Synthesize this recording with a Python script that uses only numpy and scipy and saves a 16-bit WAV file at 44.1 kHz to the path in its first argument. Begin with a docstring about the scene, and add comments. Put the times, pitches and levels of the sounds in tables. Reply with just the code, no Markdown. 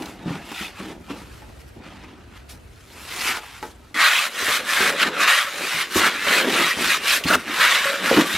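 """Shovel and trowel in a yard

In a yard a shovel works gravel and wet concrete in a plastic tub and tips a load out; then, heard from close by,
a steel trowel sweeps the concrete in quick strokes while the shovel digs on and knocks the tub.
Stones scrape steel as dense random clicks under sand fizz; the tub booms as filtered clicks, and knocks
and steel ring as dying sines. Far traffic, slow-filtered noise, rumbles underneath.
"""
import sys
import numpy as np
from scipy import signal
from scipy.io import wavfile
from scipy.ndimage import uniform_filter1d

SR = 44100
rng = np.random.default_rng(int(sys.argv[2]) if len(sys.argv) > 2 else 0)


def pcm_store(signal):
    """Save signal as 16-bit PCM."""
    levels = np.round(np.clip(np.atleast_2d(signal), -1, 1) * 32767)
    wavfile.write(sys.argv[1], SR, levels.astype(np.int16).T)


N = 369116
T = np.arange(N) / SR
CLOSE_S = 3.943  # up to here the shovel is heard from afar, from here on the trowel close by

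# The blade knocks the tub: (time [s], peak of the ring [dB], pitch [Hz], t60 [s],
# low thud before a 1 dB cut [dB], slap of wet stones over the knock [dB])
KNOCKS = [(0.258, -24, 167, 0.21, -45, -21), (0.305, -21.5, 158, 0.13, -47, -23),
          (0.515, -31, 290, 0.071, -56, -15), (0.61, -29.5, 200, 0.077, -49, -15),
          (0.801, -26, 205, 0.1, -55, -10), (1.101, -26, 284, 0.18, -47, -11),
          (1.767, -34, 242, 0.12, -41, -24), (4.422, -31, 408, 0.12, -42, -18),
          (4.485, -24.5, 607, 0.14, -43, -15), (4.605, -30, 505, 0.14, -54, -15),
          (4.804, -22, 380, 0.15, -41, -17), (5.058, -34, 360, 0.12, -51, -9),
          (5.444, -40, 545, 0.1, -52, -15), (5.744, -35, 152, 0.21, -50, -13),
          (5.958, -21.5, 320, 0.16, -28.5, -17), (6.267, -25, 572, 0.1, -44, -7),
          (6.469, -16, 393, 0.15, -52, -15), (6.582, -26, 334, 0.12, -50, -18),
          (6.609, -17, 354, 0.092, -49, -15), (6.768, -33, 262, 0.11, -39, -15),
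          (6.856, -39, 312, 0.09, -42, -17), (7.252, -23, 163, 0.1, -31, -8),
          (7.35, -20.5, 254, 0.14, -36, -15), (7.494, -28, 306, 0.058, -58, -15),
          (8.044, -25, 510, 0.16, -55, -19), (8.111, -10, 535, 0.12, -48, -24),
          (8.123, -12.5, 466, 0.06, -47, -13), (8.17, -5.5, 291, 0.1, -48, -6),
          (8.184, -12, 312, 0.088, -49, -15), (8.344, -28, 183, 0.091, -36, -17)]


def gain_of(db):
    """Decibels to gain."""
    return 10 ** (np.asarray(db) / 20)


def evened(x):
    """Scales to rms 1."""
    return x / np.sqrt(np.mean(x ** 2) + 1e-20)


def read(points, hz):
    """Reads a spectrum table on a log-frequency axis."""
    f, value = np.transpose(points)
    return np.interp(np.log(hz + 1), np.log(f + 1), value)


def played(rows):
    """Each row swells, holds and dies; powers add, and the loudest row leads the other columns.

    Returns the level, how far the ends drop, how far the held part lies under its top, then the other columns.
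    """
    s, held, level_db, change_db, swell, die, *others = np.array(rows, float).T[:, :, None]
    t = T[::64]
    moved_db = change_db * np.clip((t - s) / held, 0, 1)
    before = np.maximum(s - t, 0)
    after = np.maximum(t - s - held, 0)
    drop_db = 20 * (before / swell + after / die)
    power = gain_of(np.maximum(level_db + moved_db - drop_db, -130)) ** 2
    total = power.sum(axis=0)
    lead = power / total
    under_db = np.maximum(change_db, 0) - moved_db
    led = [np.minimum(drop_db, 40), under_db] + others
    curves = [10 * np.log10(total)] + [(lead * c).sum(axis=0) for c in led]
    return [np.interp(T, t, c) for c in curves]


def smoothed(x, size, axis=-1):
    """Averages over a sliding stretch."""
    return uniform_filter1d(x, size=size, axis=axis)


def coloured(x, spectrum, patchy_db, size, modes_db=0):
    """Filters by a spectrum whose broad humps and narrow modes come and go at random,
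    as the touching part of a surface changes."""
    hz, t, z = signal.stft(x, SR, nperseg=size, noverlap=size * 3 // 4)
    wide, narrow = rng.standard_normal((len(t), len(hz), 2)).T
    wide = evened(smoothed(smoothed(wide, 9, axis=0), 9, axis=1))
    narrow = evened(smoothed(smoothed(narrow, 2, axis=0), 10, axis=1))
    z = z * gain_of(read(spectrum, hz)[:, None] + patchy_db * wide + modes_db * narrow)
    return evened(signal.istft(z, SR, nperseg=size, noverlap=size * 3 // 4)[1][:len(x)])


def grit(per_s, uneven_db, size):
    """Random clicks of both signs; a few are much larger."""
    chance = rng.random(size)
    weight = np.minimum(rng.exponential(1, size), 5)
    sign = rng.standard_normal(size)
    return (chance < per_s / SR) * gain_of(uneven_db * weight) * sign


def resonate(x, hz, width):
    """Shifts the curve hz down to zero, smooths, and shifts back: a resonance of gain 1."""
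    turn = np.exp(2j * np.pi * np.cumsum(hz * np.ones(len(x))) / SR)
    r = np.exp(-np.pi * width / SR)
    return 2 * (turn * signal.lfilter([1 - r], [1, -r], x * turn.conj())).real


def add(mix, s, sound):
    """Adds a sound at a time."""
    part = mix[round(s * SR):][:len(sound)]
    part += sound[:len(part)]


def yard():
    """Far traffic: a low rumble and drone alike in both ports, and soft, low-weighted microphone noise that differs."""
    # How loud the background is, before each layer's own gain: (time [s], level [dB])
    traffic = [(0, -48), (.6, -50), (1.0, -46.5), (1.5, -43), (2.0, -47), (2.5, -46), (3.3, -49),
               (3.92, -49), (3.96, -58), (4.27, -64), (4.8, -56), (5.7, -62), (6.6, -57), (7.37, -53),
               (7.8, -60), (8.37, -58)]
    # Spectrum of the part alike in both ports: (frequency [Hz], level per Hz [dB])
    alike = [(12, -41), (20, -34), (38, -4.5), (59, -10), (106, -12), (126, -11.5), (150, -24),
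             (382, -22.5), (519, -28), (686, -29), (1100, -37), (1580, -35), (6020, -49), (15500, -63)]
    # Spectrum of the part that differs between the ports: (frequency [Hz], level per Hz [dB])
    differing = [(24, -52), (40, -17), (188, 0), (387, -1), (838, -10), (1680, -14), (3060, -18),
                 (3740, -26), (11500, -35), (15500, -47)]
    level = gain_of(np.interp(T, *np.transpose(traffic)))
    mid = coloured(rng.standard_normal(N), alike, 1.65, size=2048)
    side = coloured(rng.standard_normal(N), differing, 1.65, size=2048)
    # engines far off: noise passed twice through one peak
    drone_hz, pass_width_hz, drone_db = 65, 30, -6
    peak = signal.iirpeak(drone_hz, drone_hz / pass_width_hz, SR)
    drone = evened(signal.lfilter(*peak, signal.lfilter(*peak, rng.standard_normal(N))))
    return level * (gain_of(-1.5) * mid + gain_of(drone_db) * drone), level * gain_of(-8) * side


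def scrape(strokes, heard, stones, per_s, uneven_db, patchy_db, modes_db, hollow, judder_db):
    """Stones click against the blade, sand fizzes above them, and the hollow under the blade lifts one band."""
    # Fine sand on steel: (frequency [Hz], level per Hz [dB])
    sand = [(120, -35), (1100, -6), (2500, -3), (4500, 0.5), (6000, -1.5), (9000, -3), (12000, -4),
            (14000, -9.5), (16000, -19.5)]
    fizz_edge = .07  # share of the drop at a stroke's ends by which fizz falls more than the stones
    fizz_flat = .45  # share of the change while held that fizz ignores
    pressure_db, drop_db, under_db, fizz_db, hollow_hz = (c[heard] for c in played(strokes))
    n = len(pressure_db)
    clicks = grit(per_s, uneven_db, size=n)

    rubbing = evened(clicks) + .6 * rng.standard_normal(n)  # wet paste fills the gaps between clicks
    rubbing = rubbing + hollow * resonate(rubbing, hollow_hz, 1300)
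    body = coloured(rubbing, stones, patchy_db, size=1024, modes_db=modes_db)

    grains = evened(clicks) + 0.32 * evened(grit(250, 2.5, size=n)) + 1.3 * rng.standard_normal(n)
    fizz = coloured(grains, sand, 1.5, size=512, modes_db=2.4)
    fizz_gain = gain_of(fizz_db + fizz_flat * under_db - fizz_edge * drop_db)

    judder = evened(smoothed(smoothed(rng.standard_normal(n), 500), 500))  # the blade catches and slips
    out = np.zeros(N)
    out[heard] = gain_of(pressure_db + judder_db * judder) * (body + fizz_gain * fizz)
    return out


def shovel():
    """The shovel, from afar, drags its blade through gravel and wet concrete."""
    # One row a stroke, the first is grit that keeps settling: (full pressure reached [s], held [s],
    # pressure [dB], change while held [dB], time to swell 20 dB [s], time to die 20 dB [s],
    # sand fizz over the stones before its shaping [dB], pitch of the hollow under the blade [Hz])
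    strokes = [(0, 3.94, -62, 3, .01, .002, -3, 1400), (0, .1, -43, -1, .01, .15, -6, 1700),
               (.304, .07, -38, -3, .2, .2, -15, 1350), (.564, .08, -35, 3.5, .22, .11, -9, 2100),
               (.794, .116, -37.5, -5, .09, .09, -12, 1330), (1.1, .014, -37, -1, .022, .055, -15, 1100),
               (1.184, .01, -44.5, -1, .24, .2, -6.5, 1700), (1.33, .01, -50, -1, .15, .45, -4, 1540),
               (1.605, .01, -55, -1, .05, .07, 1, 1770), (1.68, .01, -57, -1, .04, .05, 2, 1770),
               (1.84, .19, -46, -2, .065, .4, -18, 1520), (2.364, .01, -46, -1, .09, .1, -12, 1200),
               (2.496, .014, -50, -1, .012, .09, 9, 2600), (3.05, .1, -43, 6, .3, .05, -3, 1800),
               (3.16, .08, -38, 5, .05, .05, 2, 2200), (3.275, .03, -23.5, 1.5, .17, .06, -6, 1900),
               (3.35, .025, -32, 1, .05, .04, -7, 1410), (3.42, .16, -43.5, -1, .05, .11, -6, 1700),
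               (3.63, .08, -45, -8, .03, .06, -2, 1030)]
    # Stones on the shovel: (frequency [Hz], level per Hz [dB])
    stones = [(350, -28), (600, -31), (711, -3.5), (1140, -3.5), (1240, 0), (1700, -4.5), (2680, -1.5),
              (3940, -7.5), (9000, -25), (11700, -50), (19800, -120)]
    return scrape(strokes, T <= CLOSE_S, stones, per_s=7000, uneven_db=1.0, patchy_db=1.6,
                  modes_db=2.3, hollow=1.35, judder_db=1.)


def digging():
    """Lumps of mix bump along the tub; the wall they press on booms most."""
    # The mix dragged along the tub walls, one row a drag: (full [s], held [s], level before a 4 dB cut [dB],
    # change while held [dB], time to swell 20 dB [s], time to die 20 dB [s], pitch of the wall that booms most [Hz])
    drags = [(0, .02, -29.5, -1, .01, .3, 255), (.3, .08, -27, -4, .15, .15, 205),
             (.47, .04, -40, 2, .2, .1, 330), (.63, .12, -38, -6, .05, .1, 250),
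             (.82, .1, -33, -1, .05, .17, 270), (1.1, .03, -32.5, -2, .03, .25, 270),
             (1.48, .01, -45, -1, .25, .11, 230), (1.78, .35, -43, 1, .02, .13, 260),
             (2.36, .01, -47.5, -1, .9, .35, 230), (2.53, .01, -42, -1, .03, .11, 200),
             (2.91, .15, -43, -1, .09, .1, 260), (3.2, .06, -39, 1, .3, .2, 410),
             (3.3, .01, -33.5, -1, .19, .14, 340), (3.63, .01, -34.5, -1, .02, .125, 400),
             (3.5, .44, -53, 2, .07, .002, 240), (3.944, .01, -33.5, -1, .001, .14, 340),
             (4.18, .14, -44, -1, .4, .2, 510), (4.42, .32, -36, -1, .15, .1, 420),
             (4.82, .08, -27, -1, .13, .4, 440), (5.08, .005, -24.5, -1, .1, .035, 337),
             (5.18, .01, -29, -1, .23, .28, 480), (5.62, .01, -28, -1, .15, .125, 420),
             (5.76, .18, -40, -2, .1, .02, 400), (5.96, .12, -19, -7, .008, .12, 330),
             (6.32, .29, -24, 2, .15, .13, 390), (6.79, .09, -27, -2, .09, .22, 310),
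             (7.08, .1, -33, -1, .25, .3, 520), (7.26, .09, -26, 2, .015, .075, 280),
             (7.48, .03, -28, -1, .04, .12, 300), (7.55, .4, -34, 1, .2, .3, 530),
             (8.03, .06, -27, 1, .06, .05, 330), (8.18, .04, -14, -8, .015, .1, 310),
             (8.3, .07, -33, 2, .2, .1, 280)]
    # The plastic tub: (frequency [Hz], level per Hz [dB])
    tub = [(29, -57), (50, -40), (102, -31), (160, -1), (286, -2.5), (367, -3), (416, -4.5), (534, -1.5),
           (637, -1.5), (1000, -3.5), (1300, -73), (2200, -120)]
    # every knock also shakes the mix in the tub, at a pitch midway to that of the wall
    shake_db, swell_s, die_s, shaken_wall_hz = -5.5, .01, .07, 340
    shakes = [(s, .01, db + shake_db, -1, swell_s, die_s, np.sqrt(hz * shaken_wall_hz))
              for s, db, hz, *_ in KNOCKS]
    level_db, *_, wall_hz = played(drags + shakes)
    rasp = coloured(grit(1500, 1.8, size=N), tub, 1.5, size=2048, modes_db=1.5)
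    boom = evened(resonate(resonate(rasp, wall_hz, 320), wall_hz, 324))
    return gain_of(level_db - 4.0) * evened(1.13 * rasp + boom)


def singing():
    """Rubbing noise through one resonance, for as long as the stone is in touch."""
    # A single stone drags or catches on a blade or wall and one of its resonances stands out:
    # (time [s], length [s], pitch [Hz], width [Hz], level at the start [dB], change over the length [dB])
    stones = [(0.541, 0.14, 2600, 138.9, -44, -3), (0.536, 0.15, 3550, 150, -45, 5),
              (6.031, 0.054, 1450, 216, -20.5, 3), (7.238, .022, 2800, 700, -24, -12),
              (7.267, 0.026, 4300, 160, -30, 6), (7.28, .078, 1410, 185.2, -23.5, 12),
              (7.31, .05, 590, 70, -27, 2), (7.335, 0.023, 2830, 180, -19.5, -6),
              (3.333, 0.046, 1520, 83.33, -33, 1), (4.881, .1, 560, 40, -29, -10),
              (5.398, 0.22, 568, 37.04, -47, 7), (0, 0.12, 250, 55.56, -34, -16),
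              (6.301, .15, 545, 54, -35, 4.5), (.022, 0.01, 3000, 1667, -34, -11),
              (.057, 0.0096, 3500, 1667, -35, -11), (0.516, .015, 900, 648.1, -31, -10),
              (3.433, 0.016, 1000, 185.2, -37.5, -5), (5.012, .025, 2900, 500, -22, 0),
              (4.047, 0.047, 3870, 200, -30, 0), (4.15, 0.046, 2640, 270, -25, 5.5)]
    out = np.zeros(N)
    for s, length, hz, width, level_db, change_db in stones:
        t = np.arange(0, length, 1 / SR)
        noise = rng.standard_normal(SR // 4)[:len(t) + SR // 50]
        tone = resonate(noise, hz, width)[-len(t):]  # the lead-in lets the resonance build up
        level = gain_of(level_db + change_db * t / length)
        add(out, s, level * evened(tone) * signal.windows.tukey(len(t), .06))
    return out


def knocks():
    """Each knock is a dull ring of three wall modes over a low thud, with a wet slap on top."""
    out, t = np.zeros(N), np.arange(SR // 3) / SR
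    rise = 1 - np.exp(-t / 0.0013)
    thud = np.sin(2 * np.pi * 85 * t) * gain_of(-60 * t / 0.25) * rise
    push = np.maximum(t - .003, 0)
    # the weight lands in one short swing
    thud = thud + 5.3 * np.sin(2 * np.pi * 270 * push) * gain_of(-60 * push / 0.031)
    short = SR // 12
    spots = rng.random((len(KNOCKS), 3))
    for (s, db, hz, t60, thud_db, slap_db), (a, b, c) in zip(KNOCKS, spots):
        ring = np.sin(2 * np.pi * hz * t)
        ring += 0.26 * np.sin(2 * np.pi * (hz * (1.45 + 0.24 * a) * t + b))
        ring += 0.27 * np.sin(2 * np.pi * hz * (0.71 + .15 * c) * t)
        ring *= gain_of(-60 * t / np.clip(t60, .02, .5)) * rise
        slap = evened(resonate(resonate(rng.standard_normal(short), 900, 1400), 900, 1400))
        slap = slap * gain_of(-60 * t[:short] / .06)
        add(out, s, gain_of(db) * ring / abs(ring).max() + gain_of(thud_db - 1.0) * thud)
        add(out, s, gain_of(db + slap_db) * slap)
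    return out


def taps():
    """The steel blade rings briefly in its modes, struck at a different spot each time, and sheds a rattle of grit."""
    # The emptied shovel blade is tapped: (time [s], peak of the ring [dB])
    times = [(1.421, -34), (3.37, -23.5), (3.435, -37), (3.628, -18.5)]
    # Modes of the blade: (pitch [Hz], least relative level, each tap adds up to 4.6 dB [dB], t60 [s])
    modes = [(347, -12, 0.2), (462, -1, 0.17), (610, -5.5, 0.2), (854, 7.5, 0.13), (935, -3, 0.17),
             (1288, -9, 0.22), (1540, -3, 0.14), (1910, -6, 0.12), (2410, -29, .08), (2730, -24, .06)]
    out, t = np.zeros(N), np.arange(SR // 3) / SR
    spots = rng.random((len(times), len(modes), 2))
    for (s, peak_db), spot in zip(times, spots):
        ring = np.zeros(len(t))
        for (hz, db, t60), (a, b) in zip(modes, spot):
            ring += gain_of(db + 4.6 * a - 60 * t / t60) * np.sin(2 * np.pi * (hz * t + 0.37 * b))
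        rattle = evened(resonate(resonate(rng.standard_normal(len(t)), 1200, 2000), 1200, 2000))
        rattle = rattle * gain_of(-17.5 - 60 * t / 0.2)
        add(out, s, gain_of(peak_db) * (ring / abs(ring).max() + rattle))
    return out


def trowel():
    """The steel trowel, close by, sweeps the concrete in quick strokes over a faint steady scrape."""
    # One row a stroke, the first is a faint steady scrape under them all: (full pressure reached [s],
    # held [s], pressure [dB], change while held [dB], time to swell 20 dB [s], time to die 20 dB [s],
    # sand fizz over the stones before its shaping [dB], pitch of the hollow under the blade [Hz])
    strokes = [(3.944, 4.43, -48, 1, .001, .01, -10, 1600), (3.944, .035, -31, 2, .001, .05, -11, 1500),
               (4.01, .07, -14, -1, .055, .12, -12, 1620), (4.12, .15, -19, -5.5, .1, .04, -10, 1900),
               (4.409, .158, -24.5, 6, .14, .065, -9, 1940), (4.7, .185, -21.5, 2.5, .08, .09, -8, 1820),
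               (5.022, .008, -14.5, -1, .085, .035, -16, 1500), (5.07, .005, -21.5, -1, .1, .05, -15, 1200),
               (5.15, .03, -28, 1, .1, .05, -17, 1200), (5.21, .03, -17, 1, .05, .04, -12, 1510),
               (5.28, .116, -12.5, -6.5, .04, .15, -13, 1600),
               (5.602, .215, -29.5, 8.5, .3, .07, -10, 2200), (5.975, .02, -19.5, -1, .08, .05, -1, 1900),
               (6.02, .05, -18, 2, .1, .075, -13, 1400), (6.15, .01, -28, -1, .1, .06, -13, 1550),
               (6.31, .084, -18, 1.5, .2, .08, -10, 2100), (6.56, .14, -19, -.5, .24, .09, -10, 2100),
               (6.816, .135, -22.5, 4, .12, .05, -8, 2300), (7.085, .085, -16, -4, .08, .05, -7, 2600),
               (7.285, .062, -22.5, -.5, .06, .035, -6, 1450), (7.38, .03, -35, -1, .05, .25, -10, 1420),
               (7.482, .06, -32, 3.5, .045, .1, -11, 1850), (7.615, .04, -14, -1, .1, .1, -12, 1700),
               (7.71, .06, -16, -2, .15, .15, -12, 1800), (7.864, .01, -20, -1, .15, .28, -11, 1650),
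               (8.056, .156, -22.5, 1.5, .06, .07, -9, 1800), (8.27, .1, -27, 3.5, .1, .1, -7.5, 1900)]
    # Stones on the trowel: (frequency [Hz], level per Hz [dB])
    stones = [(290, -56), (500, -24), (544, -9), (904, -10), (1110, 1), (1500, 0.5), (2750, -1.5),
              (3100, -3), (3940, -3.5), (4570, -12), (9000, -25.5), (11700, -99), (19800, -120)]
    return scrape(strokes, T > CLOSE_S, stones, per_s=7000, uneven_db=1.2, patchy_db=1.76,
                  modes_db=2.4, hollow=.8, judder_db=.5)


def trowel_ring():
    """The lowest mode of the free blade, with a slight beat from its near twin."""
    # The lifted trowel is bumped and rings free: (time [s], level of the main mode [dB], pitch [Hz], t60 [s])
    bump = (7.855, -23, 555, .6)
    s, level_db, hz, t60 = bump
    out, t = np.zeros(N), np.arange(SR // 3) / SR
    modes = np.sin(2 * np.pi * hz * t) + 0.16 * np.sin(2 * np.pi * (hz + 19) * t)
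    add(out, s, gain_of(level_db - 60 * t / t60) * modes)
    return out


def ports(x, slant):
    """The difference between two close ports: a fixed phase-turned part plus sound scattered from ever-changing sides."""
    # Side over mid before the slant and scatter factors: (frequency [Hz], level [dB])
    spread = [(60, -31), (110, -50), (200, -34), (380, -38), (700, -26.5), (1290, -27), (2380, -23),
              (4400, -8.3), (8120, -6), (15000, -1.5)]
    hz, t, z = signal.stft(x, SR, nperseg=256, noverlap=128)
    scattered = 1.22 * np.exp(2j * np.pi * rng.random(z.shape[::-1]).T)
    z = z * gain_of(read(spread, hz))[:, None] * (1j * slant + .06 + scattered)
    return signal.istft(z, SR, nperseg=256, noverlap=128)[1][:N]


def scene():
    """Sums the sources; near sounds differ between the two ports mostly in the treble."""
    far, wide = yard()
    work = shovel() + digging() + singing() + knocks() + taps() + trowel() + trowel_ring()
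    side = ports(work, slant=-0.28) + wide
    return np.array([work + far + side, work + far - side])


def record(dry):
    """The small microphone loses the deepest bass, rounds the highest peaks, and has a band limit."""
    edge_hz = 15850
    thin = signal.sosfilt(signal.butter(3, 42, "high", fs=SR, output="sos"), dry)
    rounded = np.tanh(thin)
    band = signal.firwin(511, edge_hz, window=("kaiser", 9), fs=SR)
    return signal.oaconvolve(rounded, band[None], "same")


dry = scene()
out = record(dry)
pcm_store(out)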